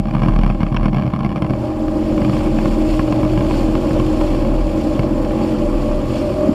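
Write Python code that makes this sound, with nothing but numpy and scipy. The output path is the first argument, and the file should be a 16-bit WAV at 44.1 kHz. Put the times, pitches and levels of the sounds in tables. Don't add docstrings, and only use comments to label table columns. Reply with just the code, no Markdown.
import sys
import numpy as np
from scipy import signal
from scipy.fft import rfft, irfft
from scipy.io import wavfile
from scipy.ndimage import uniform_filter1d

SR = 44100
rng = np.random.default_rng(int(sys.argv[2]) if len(sys.argv) > 2 else 0)


def makeup_ratio(level_db):
    decades = np.asarray(level_db, float) / 20
    return 10 ** decades


def to_wav(s):
    ch = np.atleast_2d(s).T
    pcm = np.round(np.clip(ch, -1, 1) * 32767)
    wavfile.write(sys.argv[1], SR, pcm.astype(np.int16))


N = 288409
FULL_DB = -21

# time in seconds, level in dB.
RIDE = [(0.0, -43), (0.16, -21), (0.31, -27), (1.16, -25), (1.35, -25.5), (1.89, -48), (2.18, -25),
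        (2.31, -23), (2.55, -26), (2.71, -27), (2.97, -41), (3.2, -31.5), (4.15, -37.5), (4.5, -29),
        (4.66, -33), (5.57, -32), (5.94, -34.5), (6.54, -33)]
# frequency in Hz, level in dB, time to fall 60 dB in seconds.
BODY = [(138, -3.5, 0.11), (169.3, 2.5, 0.057), (197.7, -1.5, 0.091), (298, -5.5, 0.013)]
# frequency in Hz, level in dB, time to fall 60 dB in seconds.
SHELL = [(516, -20.5, 0.05), (680, 2, 0.015), (802, -2.5, 0.018), (1052, 1.5, 0.021), (1260, -7, 0.016),
         (1610, -6, 0.016), (1830, -14, 0.014), (2230, -3.5, 0.013), (2736, -10, 0.015),
         (3063, -21.5, 0.031), (4450, -16.5, .012), (5350, -17, 0.0085), (7200, -30, .005),
         (9240, -23.5, 0.0045), (10400, -22, 0.0036), (12770, -25, 0.0027), (14000, -21, .003)]


def evened(x):
    return x / np.sqrt(np.mean(abs(x) ** 2) + 1e-20)


def curves(rows):
    s, *columns = np.transpose(rows)
    return [np.interp(np.arange(N) / SR, s, c) for c in columns]


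def read(points, hz):
    f, value = np.transpose(points)
    return np.interp(np.log(hz + 1), np.log(f + 1), value)


def wander(width_hz):
    rate = 400
    steps = rng.standard_normal((2, 3000))
    pole = np.exp(-np.pi * width_hz / rate)
    slow = evened(signal.lfilter([1], [1, -2 * pole, pole ** 2], steps[0] + 1j * steps[1]))
    return np.interp(np.arange(N) / SR * rate + 300, np.arange(3000), slow)


def noise(points, patchy_db, flicker_db, size):
    hop, hz = size // 4, np.fft.rfftfreq(size, 1 / SR)
    a, b, patches = rng.standard_normal((N // hop + 5, len(hz), 3)).T
    patches = uniform_filter1d(patches, size=6, axis=0)
    patches = evened(uniform_filter1d(patches, size=12, axis=1))
    flicker = evened(uniform_filter1d(rng.standard_normal(a.shape[1]), size=3))
    level_db = read(points, hz)[:, None] + patchy_db * patches + flicker_db * flicker
    z = (a + 1j * b) * makeup_ratio(level_db)
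    return evened(signal.istft(z, nperseg=size, noverlap=size - hop)[1][:N])


def ring(modes, detune, rise):
    t = np.arange(4000) / SR
    sines = (makeup_ratio(db - 60 * t / t60) * np.sin(2 * np.pi * hz * d * t)
             for (hz, db, t60), d in zip(modes, detune))
    return (1 - np.exp(-t / rise)) * sum(sines)


def swells(rows, width):
    t = np.arange(N) / SR
    return sum(size * np.exp(-((t - s) / width) ** 2) for s, size in rows)


def panel_swells(rows):
    level_db, stretch = -6, 0.89
    t = np.arange(0, N, 50) / SR
    size = sum(makeup_ratio(db + level_db) * np.exp(-((t - s - length / 2) / (stretch * length / 2)) ** 2)
               for s, length, db in rows)
    return np.interp(np.arange(N) / SR, t, size)


def crank_orders(angle, speed, load_db):
    # multiple of crank speed, level in dB.
    crank = [(1, -5), (2, -6.5), (3, -6.5), (4, -41), (5, -1.5), (6, -4), (7, 4), (8, -3), (9, -17),
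             (10, -39), (11, -12), (12, -9), (13, -9.5), (14, -11), (15, -33), (16, -22), (17, -34),
             (18, -22.5), (19, -50), (20, -51), (21, -51), (22, -23), (23, -31), (24, -19.5), (25, -24.5),
             (26, -24.5)]
    resonances = {5: (217.5, 6, -28, 0.5), 7: (311.5, 4, -20.5, 1.03), 11: (501, 5, -30.5, 1.6),
                  13: (606, 8, -30, 0.4), 14: (611.5, 12.5, -32.5, 0.34), 18: (804.5, 11, -38, 0)}
    # start in seconds, length in seconds, level in dB.
    side_panel = [(2.157, 0.097, -18.5), (2.366, 0.053, -28), (2.99, 0.049, -27), (3.072, 0.043, -16),
                  (3.337, 0.057, -19), (3.656, 0.059, -24), (3.784, 0.038, -27), (4.223, 0.16, -26),
                  (4.394, 0.15, -26), (4.641, 0.046, -20), (4.893, 0.054, -18.5), (4.967, 0.16, -20),
                  (5.142, 0.082, -29), (5.269, 0.058, -25), (5.368, 0.041, -30), (5.455, 0.034, -32),
                  (5.609, 0.03, -17), (5.654, 0.035, -15), (5.725, 0.041, -19), (5.82, 0.11, -25),
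                  (5.91, 0.076, -23.5), (6.011, 0.026, -24), (6.218, 0.07, -16.5), (6.364, 0.14, -17)]
    # start in seconds, length in seconds, level in dB.
    deck = [(1.788, 0.054, -21), (1.971, 0.057, -24), (2.1, 0.144, -21), (2.388, 0.042, -22),
            (2.451, 0.21, -19), (2.669, 0.23, -19.5), (2.982, 0.066, -23), (3.403, 0.081, -24),
            (3.565, 0.072, -24), (3.723, 0.144, -20), (3.896, 0.034, -29), (4.02, 0.032, -25),
            (4.104, 0.053, -21), (4.237, 0.034, -26), (4.441, 0.067, -24), (4.595, 0.03, -26),
            (4.985, 0.05, -23), (5.056, 0.033, -26), (5.269, 0.038, -25), (5.348, 0.038, -26),
            (5.508, 0.11, -25), (5.61, 0.054, -20), (5.734, 0.19, -20), (6.081, 0.088, -22),
            (6.248, 0.04, -29), (6.325, 0.12, -25), (6.473, 0.034, -21)]
    singing = {13: side_panel, 5: deck}
    low, top, tones = np.zeros((3, N))
    for k, db in crank:
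        turn = np.exp(1j * (k * angle + 2 * np.pi * rng.random()))
        drift = wander(width_hz=12)
        if k in resonances:
            hz, width, peak_db, share = resonances[k]
            lift = makeup_ratio(peak_db + share * load_db) / np.sqrt(1 + ((k * speed - hz) / width) ** 2)
            if k in singing:
                lift = lift + panel_swells(singing[k])
            tones += np.sqrt(2) * lift * (turn * (.98 + .15 * drift)).real
        elif k < 10:
            low += makeup_ratio(db) * (turn * (1.1 + 0.44 * drift)).real
        else:
            top += makeup_ratio(db) * (turn * (0.4 + 1.2 * drift)).real
    return low, top, tones


def propeller(angle):
    gear = 1.85
    # multiple of propeller speed, level in dB, wander in Hz.
    orders = [(3, -29, 7.3), (5, -33, 14)]
    return sum(makeup_ratio(db) * (np.exp(1j * k * angle / gear) * (1.12 + 0.43 * wander(width_hz=w))).real
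               for k, db, w in orders)


def engine():
    # time in seconds, engine loudness reaching the seat in dB.
    load = [(0.0, -33.5), (0.16, -31), (0.31, -26), (0.46, -33), (0.89, -29.5), (1.26, -32.5), (1.49, -26),
            (1.66, -25), (1.99, -23), (2.93, -20), (3.08, -21.5), (3.88, -19), (4.9, -22.5), (5.1, -19.5),
            (6.25, -21.5), (6.54, -17.5)]
    # time in seconds, crank speed in Hz.
    crank_speed = [(0, 44.4), (1.4, 44.2), (1.8, 44.4), (2.3, 44.5), (2.8, 44.48), (3.0, 44.26),
                   (3.2, 44.4), (3.5, 44.8), (3.8, 45.0), (4.15, 44.64), (4.5, 45.14), (4.8, 44.76),
                   (5.1, 45.15), (5.45, 44.95), (6.0, 45.9), (6.22, 45.6), (6.38, 46.3), (6.54, 47.8)]
    # frequency in Hz, level in dB per Hz.
    hull = [(12, -37), (20, -23), (53, -23), (169, -22.5), (209, 1.5), (260, -13), (306, 5), (431, -20),
            (597, -3), (702, -21), (812, -15.5), (1060, -23), (1500, -31.5), (1950, -33.5), (3300, -120)]
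    load_db, speed = curves(load)[0] - FULL_DB, curves(crank_speed)[0]
    roar_db = -19.5 + 0.93 * load_db
    rasp_db = -33.5 + 0.85 * load_db
    angle = 2 * np.pi * np.cumsum(speed) / SR
    low, top, tones = crank_orders(angle, speed, load_db)
    prop = propeller(angle)
    firing = 1 + 0.044 * np.cos(angle) + 0.043 * np.cos(2 * angle)
    roar = makeup_ratio(-1.5) * firing * noise(hull, patchy_db=1.0, flicker_db=1.5, size=2048)
    rasp_points = [(300, -6), (400, 0), (520, 2), (610, 7), (700, -9), (1100, -6), (1600, -33)]  # Hz, dB
    rasp = firing * noise(rasp_points, patchy_db=2.0, flicker_db=2.0, size=1024)
    lower = makeup_ratio(-5.0) * evened(low) + roar
    upper = makeup_ratio(-0.5) * evened(top) + makeup_ratio(-6.5) * rasp
    return makeup_ratio(roar_db) * lower + makeup_ratio(rasp_db) * upper + tones + makeup_ratio(0.13 * load_db) * prop


def knocks():
    # time in seconds, shell peak in dB, body in dB,
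    # delay of the rebound in seconds (0 = none).
    hammering = [(-.0014, -26, -3, .0566), (.07, -30, -12, .0138), (.1092, -27, -11, .0282),
                 (.1505, -22.5, -4, .0154), (.1932, -26, -6.5, 0), (.2191, -20, -5, 0),
                 (.2336, -19, -4, .0141), (.2598, -21.5, -3.5, 0), (.2837, -18.5, -2, .0091),
                 (.3208, -27.5, -12, .0166), (.3614, -22, -4.5, 0), (.3891, -19, -2.5, .0229),
                 (.4345, -17.5, -5, .011), (.463, -19, -4, .0133), (.4995, -20.5, -5, .0088),
                 (.5227, -31, -11, .0246), (.6048, -23.5, -9, .0083), (.6309, -19, -1, .0343),
                 (.7178, -35, -8, .0082), (.7447, -20, -4.5, 0), (.7964, -29, -12, .0138),
                 (.83, -24, -9, .0088), (.8567, -18, -1, 0), (.8817, -23, -4.5, .0495),
                 (.9452, -21, -10, .0163), (.9685, -21, -9.5, .0144), (.9963, -24, -11, .0259),
                 (1.0466, -40, -6.5, .0089), (1.0635, -28, -18, .0134), (1.1357, -20.5, -5.5, .0257)]
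    # time in seconds, shell peak in dB,
    # body in dB, delay of the rebound in seconds (0 = none).
    bumps = [(1.2057, -24.5, -10.5, .0265), (1.2471, -21, -7, 0), (1.2619, -20.5, -7, .0298),
             (1.3163, -26, -17, 0), (1.3593, -23.5, -9, .0143), (1.4213, -19.5, -6, .0245),
             (1.4644, -26, -20, .033), (1.5055, -23, -7.5, .0296), (1.8817, -25, -29, 0),
             (2.178, -22.5, -21, 0), (2.218, -21, -7, 0), (2.2479, -19.5, -8, 0),
             (2.2953, -20.5, -10, .0364), (2.5866, -21, -19, 0), (2.6564, -19.5, -7, 0),
             (2.9932, -19, -5, .0035), (3.078, -26, -19, 0), (3.1239, -18.5, -6, .004),
             (3.2311, -23, -8, 0), (3.2496, -19, -9, 0), (3.3753, -20.5, -7, 0), (3.4072, -20, -9, 0),
             (3.51, -23, -18, .0299), (3.7524, -19.5, -12, 0), (3.9071, -23.5, -6, 0),
             (3.9984, -19, -12, 0), (4.2114, -20.5, -22, 0), (4.9931, -17.5, -6, .0394),
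             (5.248, -26.5, -20, 0), (6.3266, -33, -20, 0)]
    # time in seconds, peak in dB.
    light_taps = [(0.573, -33), (0.685, -24), (1.379, -20.5), (1.492, -24.5), (2.101, -31), (2.3673, -16),
                  (2.4094, -18), (2.4603, -23), (2.498, -37), (2.9378, -18), (3.3348, -18), (3.95, -36),
                  (4.2776, -18), (4.3477, -16), (4.3883, -22), (4.4493, -16), (4.7465, -24), (5.016, -27),
                  (5.0783, -32), (5.191, -39), (5.6203, -25), (5.9295, -33), (1.533, -42), (3.18, -26),
                  (3.4649, -21), (3.8654, -23), (4.046, -24), (5.3077, -19), (5.8889, -24)]
    tap_shell_db, tap_body_db = -8.5, -33
    rebound_shell_db, rebound_body_db, rebound_share = -27, -11, 0.22
    push_db, push_s, push_after_s = 8.5, 0.00065, 0.0038
    shell_lag_s = .0003

    hits = [row[:3] for row in hammering + bumps]
    for s, shell_db, _, gap in hammering + bumps:
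        if gap:
            light_db = rebound_shell_db + rebound_share * (shell_db - rebound_shell_db)
            hits.append((s + gap, light_db, rebound_body_db))
    hits += [(s, db + tap_shell_db, tap_body_db) for s, db in light_taps]

    lead = 100
    out, t = np.zeros(N + 9000), np.arange(600) / SR
    push = np.exp(-((np.arange(4000) / SR - push_after_s) / push_s) ** 2)
    for s, shell_db, body_db in hits:
        detune = rng.standard_normal(len(SHELL) + len(BODY))
        chatter = rng.standard_normal(len(t)) * (rng.random(len(t)) < 700 / SR)
        blows = chatter * .4 * makeup_ratio(-60 * t / .04)
        struck_db = 2 * rng.standard_normal(len(SHELL))
        modes = [(hz, db + more, t60) for (hz, db, t60), more in zip(SHELL, struck_db)]
        shell = ring(modes, 1 + .04 * detune[len(BODY):], rise=.00033)
        shell = shell + signal.fftconvolve(blows, shell)[:len(shell)]
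        shell = makeup_ratio(shell_db + 5.0) * shell / np.sqrt(1 + np.sum(blows ** 2))
        body = ring(BODY, 1 + .025 * detune, rise=.001)
        body = makeup_ratio(body_db - 7.0) * body - makeup_ratio(shell_db + push_db) * push
        out[round((s + shell_lag_s) * SR) + lead:][:len(shell)] += shell
        out[round(s * SR) + lead:][:len(body)] += body
    low_cut = signal.butter(2, 75, "high", fs=SR, output="sos")
    return signal.sosfilt(low_cut, out)[lead:][:N]


def mount():
    # start in seconds, length in seconds, level in dB, pitch in Hz.
    sways = [(-.05, 0.57, -16.5, 38.74), (.29, 0.3, -13, 36.8), (0.54, 0.5, -12, 36.9),
             (1.075, 0.26, -21.5, 36.9), (1.294, 0.34, -31, 34.8), (1.554, 0.051, -30, 32.6),
             (1.66, 0.38, -24.5, 33), (2.013, 0.067, -24, 33.9), (2.08, 0.12, -23, 34),
             (2.18, 0.085, -19, 34.3), (2.294, 0.35, -18.5, 33.96), (2.48, 0.69, -16, 33.98),
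             (3.177, 0.24, -20, 36), (3.357, 0.13, -24, 34.6), (3.444, 0.46, -17, 34.5),
             (3.797, 0.08, -29, 35.2), (3.875, 0.89, -13, 32.92), (4.633, 0.025, -37, 38.3),
             (4.71, 0.39, -26, 36.5), (4.98, 0.47, -17, 34.7), (5.455, 0.81, -16.5, 32.8),
             (6.196, .15, -31, 30.8), (6.348, 0.65, -21, 33.14)]
    t = np.arange(N) / SR
    start, length, db, hz = np.transpose(sways)
    size = np.zeros(N)
    for s, l, d in zip(start, length, db):
        half_sine = np.sin(np.pi * np.clip((t - s) / l, 0, 1)).clip(0)
        size += makeup_ratio(d) * half_sine ** 0.76
    pitch = np.interp(t, start + length / 2, hz)
    sway = np.sqrt(2) * size * np.exp(2j * np.pi * np.cumsum(pitch) / SR)
    sway = (sway * (0.72 + 0.33 * wander(width_hz=8.3))).imag
    thump = ring(BODY, np.ones(len(BODY)), rise=0.0087)
    drone = signal.oaconvolve(rng.standard_normal(N), thump)[:N]
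    return sway + makeup_ratio(curves(RIDE)[0] + 2) * evened(drone)


def rattle():
    heights_db = 4.5 * np.minimum(rng.exponential(1, (4, N)), 3.5)
    taps = makeup_ratio(heights_db) * (rng.random((4, N)) < 80 / SR)
    parts = 1 + .06 * rng.standard_normal((4, len(SHELL)))
    buzz = sum(signal.oaconvolve(x, ring(SHELL[2:], d, rise=0.00021))[:N] for x, d in zip(taps, parts))
    return makeup_ratio(-34.5 + 0.46 * (curves(RIDE)[0] - FULL_DB)) * evened(buzz)


def booms():
    # time in seconds, level in dB.
    waves = [(1.62, -26.5), (2.5, -41), (3.0, -37), (3.14, -23.5), (3.359, -22), (3.61, -25), (3.75, -25.5),
             (4.01, -25.5), (4.49, -27), (4.99, -29.5), (6.109, -27)]
    boom_hz, boom_s = 118.6, 0.092
    size = swells([(s, makeup_ratio(db)) for s, db in waves], boom_s)
    note = np.exp(2j * np.pi * boom_hz * np.arange(N) / SR)
    return np.sqrt(2) * size * (note * (1 + .25 * wander(width_hz=4.5))).real


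def thuds():
    # start in seconds, length in seconds, level in dB, pitch in Hz.
    slams = [
        (6.486, 0.018, -2.5, 239),
        (6.507, .022, -9.5, 305),
        (1.5, 0.03, -18, 240),
    ]
    out = np.zeros(N + SR)
    for s, length, db, hz in slams:
        t = np.arange(0, length, 1 / SR)
        note = np.hanning(len(t)) * np.sin(2 * np.pi * hz * t)
        out[round(s * SR):][:len(t)] += np.sqrt(2) * makeup_ratio(db - 3) * note
    return out[:N]


def slaps():
    # time in seconds, level in dB, length in seconds.
    throws = [
        (.764, -16.5, .007),
    ]
    t = np.arange(N) / SR
    # Hz, dB, seconds to fall 60 dB
    wet_shell = [(1100, 8, 0.01), (1420, 0, 0.0098), (2400, -12, 0.02), (2600, 8.5, 0.0062),
                 (4330, -17.0, 0.0095), (5570, -11.5, 0.0071), (9000, -30, .003)]
    ringing = ring(wet_shell, np.ones(7), rise=0.00038)
    wet = rng.standard_normal(N) / np.linalg.norm(ringing)
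    out = np.zeros(N)
    for s, db, length in throws:
        burst = np.clip((t - s) / 0.00037, 0, 1) * makeup_ratio(-60 * np.maximum(t - s - length, 0) / 0.0023)
        out += makeup_ratio(db) * signal.oaconvolve(wet * burst, ringing)[:N]
    return out


def wake():
    # frequency in Hz, level in dB.
    spray = [(700, 0), (1500, -3), (2500, 4), (3500, -0.5), (4250, -2.5), (4680, -0.5), (5500, -6),
             (7200, -6.5), (9000, -13), (10500, -16), (12500, -17)]
    # time in seconds, spray level in dB.
    spray_level = [(0.0, -64.5), (0.29, -60), (1.2, -68), (1.48, -62), (1.6, -62), (1.82, -56.5),
                   (2.22, -53), (2.77, -50.5), (3.64, -51), (4.17, -49.5), (4.48, -53), (4.9, -50.5),
                   (5.03, -53.5), (5.3, -53.5), (5.54, -52), (6.06, -53.5), (6.21, -52.5), (6.54, -52.5)]
    # time in seconds, rise over the wake in dB.
    surges = [(1.62, 5.5), (2.07, 1.5), (2.36, 3.5), (2.66, 2), (2.92, 3.5), (3.57, 5), (4.3, 2),
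              (5.47, 2.5), (5.85, 2), (6.16, 4.5)]
    hiss = noise(spray, patchy_db=1.3, flicker_db=0.78, size=256)
    drops = makeup_ratio(3.0 * np.minimum(rng.exponential(1, N), 5)) * (rng.random(N) < 600 / SR)
    drop_decay = makeup_ratio(-60 * np.arange(300) / SR / 0.0099)
    drops = evened(signal.oaconvolve(drops, drop_decay)[:N])
    level_db = curves(spray_level)[0] + swells(surges, 0.074) + 11.5
    return makeup_ratio(level_db) * hiss * (1 + 0.079 * drops)


def scene():
    boat = engine() + knocks() + mount() + rattle() + booms() + thuds()
    water = slaps() + wake()
    return (boat + water)[None]


def sealed_case(dry):
    # frequency in Hz, width in Hz, depth in dB.
    notches = [(916, 13, -16.5), (1920, 250, -2.5), (3835, 270, -5), (4920, 73, -10), (5870, 160, -6.5),
               (6450, 320, -7), (8020, 380, -4), (11030, 490, -5.5)]
    # frequency in Hz, level in dB.
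    port = [(12900, 0), (13300, -7), (14400, -6), (15200, -13), (16000, -40)]
    wide = np.pad(dry, [(0, 0), (2048, 2048)], "reflect")
    hz = np.fft.rfftfreq(wide.shape[1], 1 / SR)
    dips_db = sum(db * np.exp(-((hz - f) / w) ** 2) for f, w, db in notches)
    return irfft(rfft(wide) * makeup_ratio(dips_db + read(port, hz)), wide.shape[1])[:, 2048:-2048]


def gain_control(cased):
    duck_from_db, duck_share, recover_db_per_s = -14.5, 0.15, 27
    power = uniform_filter1d(cased[0] ** 2, size=300, origin=149)
    power_db = 10 * np.log10(abs(power) + 1e-12)
    fall = np.arange(N) * recover_db_per_s / SR
    held_db = np.maximum.accumulate(power_db + fall) - fall
    over_db = np.maximum(held_db - duck_from_db, 0)
    return cased / makeup_ratio(duck_share * uniform_filter1d(over_db, size=400, origin=199))


def band_limit(x):
    return signal.sosfilt(signal.butter(12, 15180, fs=SR, output="sos"), x)


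def record(dry):
    ducked = gain_control(sealed_case(dry))
    soft = 1.1 * np.tanh(ducked / 1.1)
    return band_limit(soft)


dry = scene()
out = record(dry)
to_wav(out)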